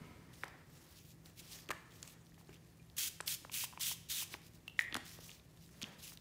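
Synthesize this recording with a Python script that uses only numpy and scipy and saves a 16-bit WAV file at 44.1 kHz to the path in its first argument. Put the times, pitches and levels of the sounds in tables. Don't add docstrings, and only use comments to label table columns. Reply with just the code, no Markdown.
import sys
import numpy as np
from scipy import signal
from scipy.fft import rfft, irfft, next_fast_len
from scipy.io import wavfile
from scipy.ndimage import uniform_filter1d, map_coordinates

SR = 44100
rng = np.random.default_rng(int(sys.argv[2]) if len(sys.argv) > 2 else 0)


def linear_from_db(decibels):
    return 10 ** (np.asarray(decibels, float) / 20)


def bounce(signal):
    frames = np.transpose(np.atleast_2d(signal))
    limited = np.clip(frames, -1, 1)
    pcm = np.round(limited * 32767).astype(np.int16)
    wavfile.write(sys.argv[1], SR, pcm)


N = 273684
CLOCK = np.arange(N) / SR

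# (valve leaks [s], opens [s], shuts [s], jet level [dB])
PRESSES = [
    (2.966, 2.979, 3.085, -38.5),
    (3.26, 3.273, 3.352, -40),
    (3.516, 3.532, 3.65, -42),
    (3.796, 3.807, 3.933, -39),
    (4.087, 4.098, 4.237, -42),
]
# (at opening [Hz], at shutting [Hz])
HAND_HOLLOW = [
    (5050, 3800),
    (4480, 4600),
    (2990, 2860),
    (3470, 3300),
    (4050, 2850),
]
# (frequency [Hz], density [dB per Hz])
JET_SPECTRUM = [(290, -54), (500, -30), (1170, -17.5), (3110, -1.5), (4110, -5), (6190, -1), (7170, -3),
                (14300, -5), (15800, -4), (16500, -30)]
HOLLOW_DB, HOLLOW_DB_PER_S, CLOSES_LATE = -16, 7.5, 1.8
STEADY_DB, SETTLES = -41.5, 0.67

# (time [s], peak [dB], start [Hz], fall [octaves])
KNOCKS = [(.441, -46, 1530, 1.6), (.48, -54, 1410, 2.4), (1.2585, -56, 5000, 1), (2.076, -48, 9000, .8),
          (1.689, -43.5, 3400, 0.57), (1.7045, -37.5, 1530, 1.5), (1.709, -37, 2900, 1.2),
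          (1.713, -40, 1630, 1.24), (2.028, -40.5, 7650, 0.6), (3.2078, -40.5, 10000, 0.86),
          (3.278, -31.5, 5620, 0.89), (3.541, -39, 4500, 0.74), (4.8005, -44, 8000, 0.66),
          (4.82, -49, 9000, .6), (4.953, -41, 5000, 0.84), (4.9435, -33, 4100, 0.68),
          (4.9645, -38, 2640, 2), (4.968, -39, 1990, 2.22), (5.816, -43, 3980, 1.43),
          (5.823, -41, 5030, 1.2), (6.173, -51, 5030, 1.1)]
# (time [s], peak [dB], start [Hz], fall [octaves])
CLACKS = [(.4348, -33, 2806, 2.2), (.46, -51, 1200, .74), (1.6915, -42.5, 3000, 1.6), (1.696, -45, 920, 3),
          (2.379, -57, 1170, 0.93), (2.412, -58, 1170, 0.8), (2.492, -53, 870, 2.3),
          (2.529, -57, 3520, 1.6), (3.2035, -35, 2333, 2.02), (3.4485, -43.5, 2345, 2.7),
          (4.34, -39, 3220, 1.9), (4.349, -43, 1100, 0.43), (4.765, -67, 2500, .3),
          (4.925, -38.5, 4250, 1.44), (4.952, -32, 2430, 2.37), (5.114, -51, 2500, 0.7),
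          (5.188, -55, 1480, 4.1), (5.293, -45, 3235, 0.59), (5.829, -38, 7500, .9),
          (5.8405, -36, 3540, 0.58), (6.12, -56, 2630, 3.1)]
# (shortest [s], lengthening [s per octave of fall], crack [dB])
CRISP, DULL = (0.00286, .0012, 3.4), (0.00296, 0.00118, -16)
# (time [s], peak [dB], start [Hz])
TICKS = [(.338, -58, 4500), (.356, -63, 4600), (1.435, -65, 3030), (1.59, -57, 2500), (1.66, -62, 6000),
         (1.92, -60, 4300), (2.0, -63, 4500), (1.957, -60, 4240), (2.267, -60.5, 4840), (2.343, -60, 4000),
         (2.542, -55.5, 3640), (2.647, -70, 3020), (2.827, -65.5, 2550), (2.899, -59.5, 4620),
         (4.437, -67, 5240), (5.304, -54, 8000), (5.315, -51, 3940), (5.573, -61, 4530), (5.691, -62, 2000),
         (5.742, -64, 3070)]
TICK_WAVE = (.8, 0.00316, 5)  # (fall [octaves], length [s], crack [dB])
# (time [s], peak [dB], pitch [Hz], t60 [s], crack [dB])
POPS = [
    (4.6795, -32, 2680, 0.018, -14),
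    (4.7915, -14.5, 1860, 0.017, -19),
    (4.7918, -20.5, 2430, 0.0094, -38),
    (2.797, -62, 2400, 0.073, -12),
    (5.8292, -29, 3050, .008, -14),
    (1.7062, -23.5, 1140, 0.0071, -25),
    (1.714, -32, 1720, 0.024, -16),
    (4.793, -27, 1560, .009, -30),
]
# (time [s], peak [dB], pitch [Hz])
THUMPS = [(.016, -43, 164), (1.692, -41.5, 330), (1.707, -41, 380), (2.492, -43.5, 384),
          (3.205, -48.5, 340), (4.342, -45, 337), (4.927, -45, 294), (4.955, -42, 251), (4.968, -42, 275),
          (5.19, -51, 453), (5.833, -40, 210)]
THUMP_CYCLES = 9
# (time [s], low mode [dB], high mode [dB])
TAPS = [
    (3.209, -42, -48),
    (3.4965, -42, -37),
    (3.639, -34, -50),
    (3.727, -43, -49),
    (3.735, -42, -56),
    (3.775, -36, -36),
    (3.8, -46, -56),
    (3.915, -38, -54),
    (4.224, -39, -52),
]
# (frequency [Hz], t60 [s])
HEAD_MODES = [(960, .012), (2300, .0065)]

# (start [s], length [s], level at start [dB], swell until the end [dB])
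SLIDES = [(.335, 0.12, -62.5, -4), (.7, 0.29, -67, 2.5), (.99, .13, -68, 3), (1.257, 0.026, -62, -2.5),
          (1.378, 0.02, -57.5, 4.5), (1.43, 0.13, -61, 2.5), (1.522, 0.019, -51, -3),
          (1.56, .07, -56.5, -4), (1.91, 0.18, -67.5, 2), (2.075, 0.047, -61.5, 2), (2.385, 0.021, -69, -2),
          (2.5, 0.048, -71, 3), (4.3, .036, -63.5, 13.5), (4.42, 0.052, -66.5, 4),
          (4.545, 0.017, -65.5, -2), (4.797, .036, -53.5, -5.5), (5.055, 0.095, -55, -2.5),
          (5.16, .1, -65, 7), (5.26, .14, -57, -10), (5.59, .35, -69, 0.5), (5.987, .016, -60, 3),
          (6.03, .108, -53, -3)]
# (start [s], length [s], level [dB])
STIRS = [(0, 0.5, -70.5), (.445, .03, -59), (.48, .14, -66), (.7, 0.25, -71.5), (1.255, 0.032, -71),
         (1.4, 0.39, -71.5), (1.522, 0.016, -66), (1.9, 0.27, -70.5), (2.38, .03, -73),
         (2.495, 0.02, -70.5), (4.2, .1, -71), (4.32, 0.013, -64.5), (4.82, 0.013, -62), (4.91, 0.04, -63),
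         (4.96, .05, -69), (5.16, 0.16, -70), (5.75, 0.067, -70), (5.84, .03, -59), (5.87, .08, -64),
         (5.99, 0.096, -69)]
# (level between strokes [dB], rise [dB/s], fall [dB/s])
GLOVE_MOVES, CLOTH_MOVES = (-75.5, 930, 490), (-76, 500, 173)
# (frequency [Hz], density [dB per Hz])
GLOVE_SPECTRUM = [(880, -61), (1500, -20), (2400, 0), (3380, 1.5), (5500, 2), (9000, -3), (16000, -3)]
# (frequency [Hz], density [dB per Hz])
CLOTH_SPECTRUM = [(240, -15), (400, 0.5), (539, 0.5), (720, -3), (1150, -1.5), (1510, -4), (1850, -0.5),
                  (2020, -3.5), (4000, -18), (5200, -17), (8800, -120)]
# (start [s], length [s], level [dB])
CRINKLES = [(.28, 0.25, -64), (.75, .4, -64), (1.3, .38, -57), (1.8, .35, -61), (2.2, .27, -57.5),
            (2.48, 0.11, -55), (2.62, .3, -64), (4.4, .26, -65), (5.0, .4, -56), (5.53, 0.31, -60),
            (5.9, .3, -57)]
CRINKLES_PER_S, CRINKLE_HZ, CRINKLE_OCTAVES = 70, 5500, 0.71
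CRINKLE_CYCLES, CRINKLE_SPREAD_DB = 7.4, 3

# (frequency [Hz], width [Hz], level [dB])
TRAY_MODES = [(245, 110, 9), (715, 29, -4), (940, 68, -0.5), (1275, 35, -0.5), (2100, 90, 0),
              (2820, 55, -16)]
# (time [s], level [dB])
TRAY_FADE = [(0, -60), (.05, -58), (.18, -62), (.3, -69.5), (.42, -92)]
# (frequency [Hz], t60 [s])
WALLS = [(200, 0.86), (1000, 0.65), (2000, 0.71), (3500, 0.62), (8000, 0.52), (16000, 0.36)]
# (frequency [Hz], density [dB per Hz])
STILL_SPECTRUM = [(24, -52), (45, -6.5), (62, -3), (130, -0.5), (190, -8.5), (215, -8.5), (358, -11.5),
                  (417, -17), (782, -24.5), (1290, -35.5), (4800, -34.5), (7560, -34), (13000, -38.5),
                  (16500, -37)]
STILL_DB = -61
# (frequency [Hz], rms level [dB])
HUM = [(164.2, -67.5), (335.5, -85.5), (116.8, -76.5), (63, -85.5)]


def spray():
    sputter = linear_from_db(.7 * wobble(60) + 1.2 * wobble(400))
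    turbulence = patchy(depth_db=1.0) + 0.49 * grains(3000, spread_db=0.5)
    jet = coloured(turbulence, JET_SPECTRUM) * sputter
    sway = uniform_filter1d(uniform_filter1d(rng.standard_normal((2, N)), size=36), size=24)
    out = np.zeros(N)
    for (leak, opens, shuts, open_db), (open_hz, shut_hz) in zip(PRESSES, HAND_HOLLOW):
        along_press = np.clip((CLOCK - opens) / (shuts - opens), 0, 1) ** CLOSES_LATE
        phase = 2 * np.pi * np.cumsum(open_hz + (shut_hz - open_hz) * along_press) / SR
        hollow = unit(sway[0] * np.cos(phase) + sway[1] * np.sin(phase)) * sputter
        hollow_db = HOLLOW_DB + HOLLOW_DB_PER_S * (opens - PRESSES[0][0])
        shut_db = open_db + SETTLES * (STEADY_DB - open_db)
        s = [leak - .002, leak + .001, opens - .002, opens + .003, opens + .02,
             shuts - .004, shuts + .006, shuts + .025]
        db = [-90, open_db - 11, open_db - 9, open_db + 1, open_db, shut_db, shut_db - 12, shut_db - 28]
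        pressure = linear_from_db(np.interp(CLOCK, s, db, left=-120, right=-120))
        out += pressure * (jet + linear_from_db(hollow_db) * hollow)
    return room(out, wet_db=-14, echo_db=-32)


def handling():
    knocks = played(bending(KNOCKS, *CRISP), snap) + played(THUMPS, thump)
    cap = played(POPS, pop)
    ticks = [(*row, *TICK_WAVE) for row in TICKS]
    clacks = played(bending(CLACKS, *DULL) + ticks, snap) + played(TAPS, tap)
    return (room(knocks, wet_db=-13.0, echo_db=-43) + room(cap, wet_db=-12.0, echo_db=-13)
            + room(clacks, wet_db=-14, echo_db=-30))


def bending(rows, shortest, per_octave, crack_db):
    return [(*row, shortest + per_octave * row[3], crack_db) for row in rows]


def snap(db, hz, fall, length, crack_db):
    t = np.arange(SR // 30) / SR
    u = t / max(length, .001)
    falling_hz = hz * 2 ** (-1.3 * fall * np.minimum(u, 1.2))
    bend = np.sin(2 * np.pi * np.cumsum(falling_hz) / SR)
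    bend *= 1 + 1.3 * uniform_filter1d(uniform_filter1d(rng.standard_normal(len(t)), size=10), size=7)
    band = signal.butter(1, [2000, 7500], "bandpass", fs=SR, output="sos")
    crack = signal.sosfilt(band, rng.standard_normal(len(t))) * linear_from_db(crack_db - 3.0)
    return linear_from_db(db + 5 - 20 * u ** 1.4) * (1 - np.exp(-t / .0004)) * (bend + crack)


def pop(db, hz, t60, crack_db):
    t = np.arange(SR // 30) / SR
    sagging_hz = hz * (1 + .18 * np.exp(-t / .0008))
    ring = np.sin(2 * np.pi * np.cumsum(sagging_hz) / SR)
    ring *= 1 + .5 * uniform_filter1d(rng.standard_normal(len(t)), size=24)
    crack = signal.lfilter([.5, -.5], [1, -1.45, .475], rng.standard_normal(len(t)))
    crack *= linear_from_db(crack_db + 5.5 - 60 * t / 0.052)
    return linear_from_db(db - 60 * t / t60) * (1 - np.exp(-t / 0.00018)) * (ring + crack)


def thump(db, hz):
    t = np.arange(SR // 10) / SR
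    decay = linear_from_db(db + 3 - 60 * t * hz / THUMP_CYCLES)
    return decay * np.sin(2 * np.pi * hz * t) * (1 - np.exp(-t / 0.00091))


def tap(*mode_db):
    return sum(pop(db, hz, t60, crack_db=-27) for db, (hz, t60) in zip(mode_db, HEAD_MODES))


def rustle():
    clumps = linear_from_db(1.1 * wobble(40) + 1.4 * wobble(150))
    glove = coloured(patchy(2.2) + .55 * grains(1100, spread_db=3.5), GLOVE_SPECTRUM) * clumps
    cloth = coloured(rng.standard_normal(N), CLOTH_SPECTRUM) * linear_from_db(1.1 * wobble(37))
    return strokes(SLIDES, *GLOVE_MOVES) * glove + strokes(STIRS, *CLOTH_MOVES) * cloth


def crinkle():
    when = rng.random(800)
    pitch, size = rng.standard_normal((2, 800))
    at = np.cumsum(-np.log(when + 1e-9) / CRINKLES_PER_S * SR).astype(int)
    hz = np.clip(CRINKLE_HZ * 2 ** (CRINKLE_OCTAVES * pitch), 1200, 14000)[:, None]
    k = np.arange(256)
    cycles = hz * k / SR
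    decay = linear_from_db(CRINKLE_SPREAD_DB * size[:, None] - 20 * cycles / CRINKLE_CYCLES)
    grain = decay * np.sin(2 * np.pi * cycles) * np.minimum(cycles, 1)
    out = np.bincount((at[:, None] + k).ravel(), grain.ravel(), minlength=N)[:N]
    return room(out * strokes(CRINKLES, -90, 500, 500), wet_db=-13, echo_db=-25)


def tray():
    m = next_fast_len(N)
    f = np.fft.rfftfreq(m, 1 / SR)
    body = sum(linear_from_db(db) * 1j * f * w / (c * c - f * f + 1j * f * w) for c, w, db in TRAY_MODES)
    ring = unit(irfft(rfft(rng.standard_normal(m)) * body, m)[:N])
    return linear_from_db(np.interp(CLOCK, *np.transpose(TRAY_FADE), right=-120)) * ring


def still_room():
    hum = np.zeros(N)
    for hz, db in HUM:
        level = linear_from_db(db + 3 + 2.2 * wobble(7))
        hum += level * np.sin(2 * np.pi * hz * CLOCK + .4 * wobble(5))
    air = coloured(rng.standard_normal(N), STILL_SPECTRUM)
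    return linear_from_db(STILL_DB - 2 + 0.33 * wobble(3.32)) * air + hum


def room(x, wet_db, echo_db):
    hz, t, z = signal.stft(rng.standard_normal(SR * 3 // 4), SR, nperseg=256)
    tail = signal.istft(z * linear_from_db(-60 * t / along(WALLS, hz)[:, None]), SR, nperseg=256)[1]
    t = np.arange(len(tail)) / SR
    tail *= .3 + .7 * (t > .016)
    tail *= linear_from_db(wet_db) / np.linalg.norm(tail)
    tail[round(.0178 * SR)] += linear_from_db(echo_db)
    return x + signal.fftconvolve(x, tail)[:N]


def played(rows, source):
    out = np.zeros(N + SR)
    for s, *how in rows:
        sound = source(*how)
        out[round(s * SR):][:len(sound)] += sound
    return out[:N]


def strokes(rows, rest_db, rise, fall):
    power = linear_from_db(rest_db) ** 2
    for s, length, db, *swell_db in rows:
        held_db = db + sum(swell_db) * np.clip((CLOCK - s) / length, 0, 1)
        before = np.maximum(s - CLOCK, 0)
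        after = np.maximum(CLOCK - s - length, 0)
        power = power + linear_from_db(held_db - rise * before - fall * after) ** 2
    return np.sqrt(power)


def patchy(depth_db):
    z = signal.stft(rng.standard_normal(N + 512), nperseg=256)[2]
    field = uniform_filter1d(rng.standard_normal(z.shape), size=9, axis=0)
    field = uniform_filter1d(field, size=14, axis=1)
    return unit(signal.istft(z * linear_from_db(depth_db * unit(field)), nperseg=256)[1][:N])


def grains(per_second, spread_db):
    hit = rng.random(N) < per_second / SR
    return unit(hit * rng.standard_normal(N) * linear_from_db(spread_db * rng.standard_normal(N)))


def coloured(x, spectrum):
    m = next_fast_len(N + 8192)
    gain = linear_from_db(along(spectrum, np.fft.rfftfreq(m, 1 / SR)))
    return unit(irfft(rfft(x, m) * gain, m)[:N])


def wobble(rate):
    return map_coordinates(rng.standard_normal(int(N * rate / SR) + 4), [CLOCK * rate])


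def along(points, hz):
    f, v = np.transpose(points)
    return np.interp(np.log(hz + 1), np.log(f + 1), v)


def unit(x):
    return x / np.sqrt(np.mean(x ** 2) + 1e-20)


def scene():
    mix = spray() + handling() + rustle() + crinkle() + tray() + still_room()
    return np.tile(mix, (2, 1))


def low_pass(x):
    return signal.sosfilt(signal.butter(12, 16820, fs=SR, output="sos"), x)


def record(dry):
    m = next_fast_len(N + 8192)
    top_hz = 15850
    edge_hz = [top_hz - 250, top_hz + 100, top_hz + 900, top_hz + 1000]
    shelf_db = np.interp(np.fft.rfftfreq(m, 1 / SR), edge_hz, [0, -28, -30, -70])
    mix = irfft(rfft(dry, m) * linear_from_db(shelf_db), m)[:, :N]
    return low_pass(mix)


dry = scene()
out = record(dry)
bounce(out)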